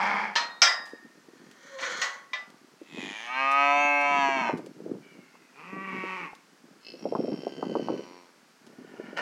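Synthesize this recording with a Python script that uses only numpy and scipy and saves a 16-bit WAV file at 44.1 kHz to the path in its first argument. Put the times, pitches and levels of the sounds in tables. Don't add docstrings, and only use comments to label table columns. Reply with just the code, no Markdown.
import sys
import numpy as np
from scipy import signal
from scipy.fft import rfft, irfft
from scipy.io import wavfile
from scipy.ndimage import uniform_filter1d, map_coordinates

SR = 44100
rng = np.random.default_rng(int(sys.argv[2]) if len(sys.argv) > 2 else 0)


def output_pcm(signal):
    pcm = np.clip(np.atleast_2d(signal).T, -1, 1) * 32767
    wavfile.write(sys.argv[1], SR, np.round(pcm).astype(np.int16))


N = 406161
TIME = np.arange(N) / SR
FILTER_HZ = np.fft.rfftfreq(8192, 1 / SR) + 1
FADE_DB, SILENT_DB = 30, -72
CLEAR_BREATH_DB, HUSKY_BREATH_DB = -5, 5


def from_db(db):
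    return 10 ** (np.asarray(db) / 20)


def rms_one(x):
    return x / np.sqrt(np.mean(x ** 2) + 1e-20)


def at_hz(points, hz):
    table_hz, values = np.transpose(points)
    return np.interp(np.log(hz), np.log(table_hz), values)


def in_time(rows):
    return np.interp(TIME, *np.transpose(rows))


def add(out, s, sound):
    start = round(s * SR)
    out[start:start + len(sound)] += sound[:N - start]


def butter(x, hz, kind, order=2):
    return signal.sosfilt(signal.butter(order, min(hz, .45 * SR), kind, fs=SR, output="sos"), x)


def colour(x, gain):
    cepstrum = irfft(np.log(gain + 1e-6))
    cepstrum[1:len(gain) - 1] *= 2
    cepstrum[len(gain):] = 0
    return signal.fftconvolve(x, irfft(np.exp(rfft(cepstrum))))[:len(x)]


def response(resonances):
    peaks = (from_db(db) / (1 + ((FILTER_HZ - hz) / (0.52 * width)) ** 2) for hz, width, db in resonances)
    return np.sqrt(sum(peak ** 2 for peak in peaks))


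def drift(per_s, size):
    knots = rng.standard_normal(size)[:int(size * per_s / SR) + 4]
    return map_coordinates(knots, [np.arange(size) * per_s / SR], order=2, mode="nearest")


def envelope_db(start, hold, attack, release):
    early, late = np.maximum(start - TIME, 0), np.maximum(TIME - start - hold, 0)
    return -FADE_DB * np.minimum(early / max(attack, 1e-3) + late / max(release, 1e-3), 5)


def yard(x, wet_db, t60=0.4, dull_hz=3500):
    t = TIME[:SR]
    tail = rng.standard_normal(SR) * from_db(-60 * t / t60) * (t > .01)
    tail = butter(tail / np.linalg.norm(tail), dull_hz, "low")
    return x + from_db(wet_db) * signal.fftconvolve(x, tail)[:N]


# f/Hz, level/dB
AIR = [(24, -73.5), (40, -37.5), (273, -6.5), (800, -4.5), (1450, -2.5), (3740, -12.5),
       (4570, -9.5), (5860, -11.5), (15500, -28)]
def air(level_db=-61.5):
    return from_db(level_db) * rms_one(colour(rng.standard_normal(N), from_db(at_hz(AIR, FILTER_HZ))))


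def eddy(bright_hz, wake=0.043, wake_s=0.014, low_hz=275):
    t = TIME[:SR // 10]
    push = signal.unit_impulse(len(t)) + wake * rng.standard_normal(len(t)) * np.exp(-t / wake_s)
    thump = butter(butter(push, bright_hz, "low", order=7), low_hz, "high", order=4)
    return thump / np.abs(thump).max()


# f/Hz, level/dB
WIND_SPECTRUM = [(30, -46), (70, -38), (110, -15.5), (160, -0.5), (250, 5.5), (400, 0), (600, -12.5),
                 (850, -18.5), (1300, -26.5), (2500, -48.5), (6000, -97.5)]
# crest t/s, half length/s, level/dB
GUSTS = [(1.39, 0.48, -59), (1.924, .14, -50), (3.02, .12, -40.5), (3.803, 0.062, -46), (4.26, 0.21, -44),
         (4.548, 0.15, -36.5), (4.917, 0.15, -38), (5.208, 0.076, -49), (5.779, 0.058, -38),
         (5.967, 0.094, -40.5), (7.225, 0.23, -34.5), (7.72, 0.19, -36.5), (7.924, 0.083, -34),
         (9.01, 0.42, -49)]
# t/s, peak level/dB
EDDIES = [(0.933, -30), (1.285, -41), (2.814, -34.5), (2.974, -32.5), (4.287, -27), (4.495, -14),
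          (4.59, -30), (4.667, -32), (4.802, -33), (4.861, -25.5), (4.894, -27.5), (4.952, -32),
          (6.037, -26.5), (6.938, -34), (7.054, -17), (7.123, -17), (7.151, -15.5), (7.186, -24),
          (7.202, -17.5), (7.245, -21), (7.281, -20), (7.433, -29), (7.468, -17), (7.595, -30),
          (7.627, -16), (7.717, -22), (7.753, -14), (7.759, -18.5), (7.795, -18.5), (7.885, -16),
          (7.9, -18), (7.938, -21), (7.992, -25.5), (8.997, -25), (9.129, -32)]
def wind(breeze_db=-64.5, swing_db=3.8, lumpy_db=6.5, eddies_per_s=14, small_db=4.0):
    level = from_db(breeze_db + swing_db * drift(6.3, N))
    for s, reach, db in GUSTS:
        level += from_db(db) * np.exp(-2 * np.minimum(((TIME - s) / reach) ** 2, 20))
    lumps = rng.standard_normal(N) * from_db(lumpy_db * np.minimum(drift(130, N), 2))
    rumble = rms_one(colour(lumps, from_db(at_hz(WIND_SPECTRUM, FILTER_HZ))))
    arrivals = (rng.random(N) < eddies_per_s / SR) * rng.uniform(-0.556, 1, N)
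    small_eddies = from_db(small_db) * signal.oaconvolve(arrivals, eddy(bright_hz=640))[:N]
    out = level * (rumble + small_eddies)
    for s, peak_db in EDDIES:
        octaves = 0.4956 * np.clip(peak_db + 18, 0, 2)
        add(out, s, from_db(peak_db) * eddy(bright_hz=530 * 2 ** octaves))
    return out


# t/s, level/dB, decay/s
SCUFFS = [(0.856, -53.5, 0.047), (1.513, -49, 0.0069), (2.502, -48.5, .003), (3.514, -42.5, 0.014),
          (4.011, -44, .006), (4.574, -50.5, 0.012), (4.662, -49.5, .008), (6.351, -50.5, .005),
          (8.666, -49, 0.0056)]
# t/s, peak level/dB
KNOCKS = [(5.353, -43), (6.331, -36)]
def hooves(knock_hz=880, knock_width_hz=550, knock_s=.004):
    out, t = np.zeros(N), TIME[:SR // 10]
    for s, db, decay_s in SCUFFS:
        grit = rms_one(butter(rng.standard_normal(len(t)) ** 3, 6500, "low"))
        add(out, s, from_db(db) * butter(grit * np.exp(-t / decay_s), 900, "high"))
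    for s, db in KNOCKS:
        impact = rng.standard_normal(len(t)) * np.exp(-t / knock_s)
        knock = colour(impact, response([(knock_hz, knock_width_hz, 0)]))
        add(out, s, from_db(db) * knock / np.abs(knock).max())
    return out


STEEL_MODES = {"gate": [(1380, -11, 0.38), (1700, -18.5, 0.67), (1830, -19.5, 0.91), (1860, -19, 0.73),
               (2310, -8.5, 0.14), (3236, -13.5, 0.265), (3780, -21.5, 0.55), (4840, -15.5, 0.46),
               (4900, -12, 0.43), (5080, -12.5, 0.39), (5270, -8, 0.28), (5500, -11.5, 0.26),
               (6040, -11, 0.22)], "latch": [(947, -5.5, 0.43), (1265, -11, 0.5), (1760, 1, 0.196),
               (1880, -10, 0.6), (3143, -4.5, 0.21), (3736, -21.5, 0.89), (4190, -8, 0.49),
               (5040, -11, 0.28)], "bolt": [(1106, -16, 0.56), (1500, -16, 0.32), (1850, -14, 0.37),
               (1970, -13.5, 0.56), (4260, -15, .22), (6030, -16.5, 0.13), (6700, -16.5, .17)],
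               "rail": [(1038, -13, 0.14), (1178, -24.5, 0.59), (1740, -11.5, 0.2), (1990, -9.5, 0.32),
               (2370, -12.5, 0.123), (3290, -15.5, 0.12), (3680, -21, 0.24), (5070, -32, 0.35)]}
# f/Hz, level/dB
CLATTER = [(150, -48), (400, -13.5), (700, -5), (1400, -3.5), (2500, 0), (3800, -2), (5800, -2.5),
           (7000, -11), (9000, -30), (12000, -50.5), (15000, -28.5)]
# f/Hz, t60/s
CLATTER_T60 = [(300, 0.49), (1000, 0.61), (2500, 0.31), (5500, 0.25), (12000, 0.39)]
def clang(clatter_db, ring_db, bright_hz, part, modes_per_hz=0.056, flutter=.45, flutter_per_s=70):
    t = TIME[:SR]
    edges = np.geomspace(150, 16000, 21)
    chance, angle = rng.random((2, 2, SR // 2 + 1))
    dense_modes = irfft((chance < modes_per_hz) * np.exp(2j * np.pi * angle))
    undamped = clatter = ring = 0
    for k, (low, high) in enumerate(zip(edges, edges[1:])):
        hz = np.sqrt(low * high)
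        bandpass = signal.butter(3, [low, high], "band", fs=SR, output="sos")
        band = signal.sosfilt(bandpass, dense_modes[k % 2])
        band *= from_db(at_hz(CLATTER, hz)) / np.hypot(1, (hz / bright_hz) ** 2)
        undamped += band
        clatter += band * from_db(-60 * t / at_hz(CLATTER_T60, hz))
    for hz, db, t60 in STEEL_MODES[part]:
        mode = from_db(db - 60 * t / t60) * np.sin(2 * np.pi * hz * t) * rng.choice([-1, 1])
        ring += mode * (1 + flutter * drift(flutter_per_s, SR))
    return butter(from_db(clatter_db) * clatter / np.std(undamped) + from_db(ring_db) * ring, 330, "high")


# t/s, clatter level/dB, ring level/dB, treble corner f/Hz, part
CLANGS = [(0.3541, -25.5, -33, 5200, "latch"), (.36, -26, -23.5, 5500, "latch"),
          (0.618, -16, -9.5, 13280, "gate"), (.669, -38, -14.5, 2200, "rail"),
          (1.787, -39.5, -38, 2000, "rail"), (1.827, -38, -23.5, 3800, "rail"),
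          (1.862, -38, -28.5, 3500, "bolt"), (2.016, -28, -17.5, 14000, "bolt"),
          (2.3325, -36.5, -19, 3500, "rail")]
def fence():
    out = np.zeros(N)
    for s, *blow in CLANGS:
        add(out, s, clang(*blow))
    return out


def squeal(start_s=1.77, pitch_hz=536, octaves_per_s=-0.49, level_db=-40.5):
    hz = pitch_hz * 2 ** (octaves_per_s * (TIME - start_s))
    phase = 2 * np.pi * np.cumsum(hz * (1 + 0.0215 * drift(90, N))) / SR
    level = from_db(level_db + envelope_db(start_s, hold=0.1, attack=0.18, release=0.11))
    return level * (np.sin(phase) + 0.26 * np.sin(2 * phase))


# t/s, hold/s, attack/s, release/s, level/dB
STROKES = [(1.742, 0.0265, 0.69, 0.067, -53.5), (1.812, 0.23, 0.092, 0.18, -40.5)]
# f/Hz, width/Hz, level/dB
GATE_BODY = [(521, 86.4, -4), (1050, 370, -7), (1503, 410, -1.5), (1790, 319, -2), (2160, 200, -3.5),
             (3300, 563, -8.5), (4264, 820, -10.5), (6170, 1600, -9), (11170, 6000, -49.5)]
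def gate_scrape(judder_db=4.0, ring_db=-8.0, ring_t60=0.5):
    level = sum(from_db(db + envelope_db(*stroke)) for *stroke, db in STROKES)
    slips = rng.standard_normal(N) * from_db(judder_db * drift(90, N))
    t = TIME[:SR // 2]
    bolt = sum(from_db(db - 60 * t / ring_t60) * np.sin(2 * np.pi * hz * t)
               for hz, db, _ in STEEL_MODES["bolt"][1:])
    body = rms_one(colour(slips, response(GATE_BODY)))
    ring = from_db(ring_db) * rms_one(signal.fftconvolve(slips, bolt)[:N])
    grind = rms_one(butter(body + ring, 230, "high")) * level
    return yard(grind, wet_db=4.5) + yard(squeal(), wet_db=-4)


def closures(phase, pitch):
    offset = (phase % 1 - .5) * SR / pitch
    return np.sinc(offset) * np.sinc(np.clip(offset / 10, -1, 1)) * np.sqrt(SR / pitch)


def held(throat):
    return [(0, throat)]


def articulate(source, t, shapes, steps=3):
    gains = np.array([response(throat) for _, throat in shapes])
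    indices = np.arange(len(shapes))
    place = np.interp(t, [s for s, _ in shapes], indices)
    out = 0
    for step in range(steps * (len(shapes) - 1) + 1):
        blend = np.maximum(1 - np.abs(indices - step / steps), 0)
        crossfade = np.maximum(1 - np.abs(place * steps - step), 0)
        out += colour(source * crossfade, blend @ gains)
    return out


def voice(pitch, level_db, rough, shapes, breath_db, sag=0.0, lift=0.0, jitter=0.1006,
          shimmer_db=0.0, hiss_order=1):
    sounding = level_db > SILENT_DB
    t = TIME[sounding]
    pitch, level_db, rough = pitch[sounding], level_db[sounding], np.clip(rough[sounding], 0, 1)
    phase = np.cumsum(pitch * (1 + jitter * rough * drift(220, len(t)))) / SR
    wander = .008 * drift(5, len(t))
    clock = np.cumsum(np.exp(wander - sag * (t - t.mean())) * (pitch / np.median(pitch)) ** lift)
    size = int(clock[-1]) + 2
    t, phase, pitch, rough = (np.interp(np.arange(size), clock, c) for c in (t, phase, pitch, rough))
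    slap = .7 * butter(closures(phase - .3 - .01 * drift(4, size), pitch), 2600, "high")
    cycle_gain = from_db(shimmer_db * rough * rng.standard_normal(size)[phase.astype(int)])
    pulses = (closures(phase, pitch) + slap) * cycle_gain
    airflow = rng.standard_normal(size) * np.exp(-2 * ((phase - .5) % 1))
    puffs = rms_one(butter(airflow, 358.8, "high", order=1))
    hiss = butter(puffs, 5500, "high", order=hiss_order)
    source = pulses + from_db(breath_db) * (rough * puffs + .5 * hiss)
    sound = map_coordinates(articulate(source, t, shapes), [clock], order=3)
    sound = butter(sound, 170, "high", order=4)
    sound /= np.sqrt(uniform_filter1d(sound ** 2, size=3000) + 1e-12)
    out = np.zeros(N)
    out[sounding] = sound * from_db(level_db)
    return out


def moo_contour(curve, attack_s, break_s, release_s, scoop, droop):
    s, pitch, level_db = np.transpose(curve)
    slide = scoop * np.maximum(s[0] - TIME, 0) + droop * np.maximum(TIME - s[-1], 0)
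    effort_db = envelope_db(s[0], s[-1] - s[0] + break_s, attack_s, release_s)
    return np.interp(TIME, s, pitch) * 2 ** -slide, np.interp(TIME, s, level_db) + effort_db


# t/s, hold/s, attack/s, release/s, f/Hz, glide/(octaves/s), level/dB,
# swell/(dB/s), roughness/0-1, name
PLAIN_CALLS = [(0.0, 0.24, .01, 0.19, 192.5, 0.6, -26, -25.5, 0.4, "first bawl"),
               (5.043, 0.46, 0.095, 0.48, 107.2, 0, -61, -14, 0.35, "far moo"),
               (6.87, 0.03, .075, 0.18, 55.5, 2.2, -45.5, -42, 0.05, "tight groan"),
               (7.84, 0.33, 0.33, 0.34, 88.6, 0.04, -52, 3, 0.16, "open groan"),
               (9.061, 0.12, 0.64, 0.074, 151.7, 0.5, -51, -40, 1, "wind-up"),
               (9.172, 0.0389, 0.0098, .1, 163.8, 1, -30, -110, 0.16, "last bawl")]
def plain_call(name, droop=0.0):
    call = next(row[:-1] for row in PLAIN_CALLS if row[-1] == name)
    start, hold, attack, release, hz, glide, db, swell, rough = call
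    held_s, late_s = np.clip(TIME - start, 0, hold), np.maximum(TIME - start - hold, 0)
    pitch = hz * 2 ** (glide * held_s - droop * late_s)
    level_db = db + swell * held_s + envelope_db(start, hold, attack, release)
    return pitch, level_db, np.full(N, rough)


# f/Hz, width/Hz, level/dB
FAR_THROAT = [(1420, 490, -1), (2120, 140, 9), (2690, 200, 3.5)]
def far_moo():
    return voice(*plain_call("far moo"), held(FAR_THROAT), HUSKY_BREATH_DB, sag=0.31)


# f/Hz, width/Hz, level/dB
FIRST_THROAT = [(205, 78, -1.5), (520, 350, -12), (874, 179.5, 4), (1193, 670, -5), (1700, 330, -4.5),
                (2170, 390, -4), (3210, 321, -18.5), (4765, 1850, -27)]
LAST_THROAT = [(586, 580, 1.5), (970, 240, -3.5), (1446, 140, 6), (1780, 160, 3.5), (2200, 370, -3.5),
               (2910, 370, -6.5), (4700, 2400, -23.5)]
def bawls():
    first = voice(*plain_call("first bawl", droop=3.0), held(FIRST_THROAT), breath_db=15.5, jitter=0.0618)
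    return first + sum(voice(*plain_call(name), held(LAST_THROAT), breath_db=30.0)
                       for name in ("wind-up", "last bawl"))


# t/s, f/Hz, level/dB
SHORT_MOO = [(5.56, 138.5, -55.5), (5.596, 148.8, -48), (5.636, 168.1, -48), (5.692, 189, -44.5),
             (5.832, 194.6, -38), (5.895, 194.3, -38), (5.915, 189.1, -37), (6.134, 187, -35),
             (6.2, 179.7, -37.5), (6.25, 158.2, -38)]
# t/s, roughness/0-1
SHORT_MOO_ROUGH = [(5.65, .5), (5.72, .1), (5.83, .1), (5.9, .42), (6.02, .1), (6.15, .17), (6.23, .45)]
# f/Hz, width/Hz, level/dB
SHORT_THROAT_TIGHT = [(193, 130, 0), (430, 180, -3), (1120, 510, -2), (2000, 300, -7), (2550, 390, -3),
                      (4570, 1900, -27)]
SHORT_THROAT = [(194, 160, 2), (440, 260, -8), (935, 280, -5), (1136, 73, 8), (1460, 1000, -10),
                (1926, 83, 4.5), (2320, 180, 2), (2730, 290, -11)]
SHORT_THROAT_WIDE = [(203, 380, 3.5), (440, 190, -1), (896, 95, 7), (1150, 124, 10), (1420, 610, -3.5),
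                     (1945, 230, 2.5), (2280, 190, 7.5), (2640, 470, -1), (4430, 3800, -26)]
# t/s, resonances
SHORT_MOO_MOUTH = [(5.63, SHORT_THROAT_TIGHT), (5.78, SHORT_THROAT), (6.08, SHORT_THROAT_WIDE)]
def short_moo():
    pitch, level_db = moo_contour(SHORT_MOO, attack_s=.09, break_s=0.008, release_s=0.086,
                                  scoop=1.705, droop=9.3)
    return voice(pitch, level_db, in_time(SHORT_MOO_ROUGH), SHORT_MOO_MOUTH, HUSKY_BREATH_DB,
                 lift=.15, jitter=0.084, shimmer_db=3.0)


# t/s, f/Hz, level/dB
GROAN = [(7.0, 62.6, -51.5), (7.146, 65.3, -54), (7.35, 67.44, -47.5), (7.51, 68.6, -45.5),
         (7.832, 68.14, -44), (8.0, 67.5, -47)]
# t/s, roughness/0-1
GROAN_ROUGH = [(7.0, .25), (7.4, .16), (7.8, .16), (8.05, .3)]
# f/Hz, width/Hz, level/dB
GROAN_TIGHT = [(370, 490, 1.5), (2100, 160, -2), (2620, 61, 10.5), (2910, 450, 0.5), (4280, 290, 5.5),
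               (5050, 350, 5)]
GROAN_THROAT = [(352, 930, 3.5), (2080, 190, -5.5), (2600, 360, -5), (3120, 90, -2), (4220, 750, -12.5),
                (4840, 130, -2), (5410, 140, 4.5)]
GROAN_FULL = [(347, 420, 11), (1000, 380, -14), (1552, 53, 5), (2010, 130, -3.5), (2720, 280, -6),
              (3065, 126, 3.5), (4400, 310, -8), (4785, 89, -3), (5430, 100, -6.5), (6430, 970, -19.5)]
GROAN_OPEN = [(328.4, 450, 4.5), (980, 350, 4), (2300, 940, -6.5), (4400, 790, -10.5), (5630, 170, -4.5)]
# t/s, resonances
GROAN_SHAPES = [(7.2, GROAN_THROAT), (7.6, GROAN_FULL)]
def groan():
    pitch, level_db = moo_contour(GROAN, attack_s=0.067, break_s=0.016, release_s=0.24,
                                  scoop=0.27, droop=0.23)
    tight = voice(*plain_call("tight groan"), held(GROAN_TIGHT), HUSKY_BREATH_DB)
    full = voice(pitch, level_db, in_time(GROAN_ROUGH), GROAN_SHAPES, CLEAR_BREATH_DB,
                 sag=0.028, jitter=0.148, shimmer_db=9.0)
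    opened = voice(*plain_call("open groan", droop=0.31), held(GROAN_OPEN), CLEAR_BREATH_DB)
    return tight + full + opened


# t/s, f/Hz, level/dB
LONG_MOO = [(3.3, 124.7, -35), (3.404, 134.3, -26), (3.604, 140.8, -21), (3.83, 144.8, -22.5),
            (3.994, 143.8, -24), (4.112, 142.6, -23.5), (4.246, 138.7, -23.5), (4.356, 134.3, -27.5),
            (4.405, 130.6, -27), (4.44, 118.3, -28.5)]
# t/s, roughness/0-1
LONG_MOO_ROUGH = [(3.15, .2), (3.3, .1), (3.42, .02), (4.28, .02), (4.36, .08), (4.42, .25), (4.47, .8)]
# f/Hz, width/Hz, level/dB
NOSE = [(278, 260, -12.5), (870, 520, -0.5), (1880, 350, 5), (2383, 124, 9), (3120, 920, -1),
        (5050, 2600, -20), (6600, 780, -13.5), (9740, 1000, -28)]
PARTED_THROAT = [(280, 107, -14), (564, 60, -10), (732, 49, 4.5), (900, 140, 1.5), (1080, 130, -2),
                 (1258.6, 53, 9.5), (1594, 65, 0), (1900, 220, -4.5), (2286, 110, 3), (2595, 200, -2.5),
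                 (2810, 110, -7), (3150, 100, -11), (3640, 80, -17), (4175, 120, -16.5), (5200, 2200, -34)]
OPEN_THROAT = [(305, 38, -4.5), (583, 45, -3), (697, 73, 5), (880, 65, 0.5), (958, 85, 8), (1237, 82, 4.5),
               (1598, 61, -3.5), (1930, 390, -11.5), (2238, 170, 2.5), (2618, 157, 0.5), (3137, 67, -15),
               (3540, 70, -16), (4330, 330, -25.5), (5850, 200, -25), (6450, 82, -21), (7150, 950, -39.5),
               (10370, 460, -44.5)]
CLOSING_THROAT = [(250, 66, -4), (696, 76, 1), (815, 200, -3.5), (994, 115, 6), (1285, 71, 1),
                  (1626, 104, -2), (1990, 500, -9.5), (2290, 96, -1.5), (2680, 350, -7.5), (3210, 70, -11),
                  (3617, 52, -19), (4410, 220, -21), (5850, 720, -27), (7000, 1400, -37)]
# t/s, resonances
LONG_MOO_SHAPES = [(3.55, PARTED_THROAT), (3.76, OPEN_THROAT), (4.0, OPEN_THROAT), (4.22, CLOSING_THROAT)]
def long_moo(hum_db=-40.0):
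    pitch, level_db = moo_contour(LONG_MOO, attack_s=.1, break_s=0.0507, release_s=0.12,
                                  scoop=1.6, droop=3.0)
    rough = in_time(LONG_MOO_ROUGH)
    nose_db = hum_db + envelope_db(start=3.0, hold=.27, attack=0.2, release=.24)
    hum = voice(pitch, nose_db, rough, held(NOSE), HUSKY_BREATH_DB, sag=.27)
    mouth = voice(pitch, level_db, rough, LONG_MOO_SHAPES, CLEAR_BREATH_DB,
                  lift=0.2, jitter=0.09, hiss_order=3)
    return hum + mouth


def scene():
    far = bawls() + far_moo()
    near = long_moo() + groan()
    cattle = yard(near, wet_db=-15) + yard(short_moo(), wet_db=-8) + yard(far, wet_db=-2.5)
    return (cattle + gate_scrape() + fence() + hooves() + wind() + air())[None]


def record(dry):
    return signal.sosfilt(signal.ellip(10, .1, 80, 15800, fs=SR, output="sos"), dry)


dry = scene()
out = record(dry)
output_pcm(out)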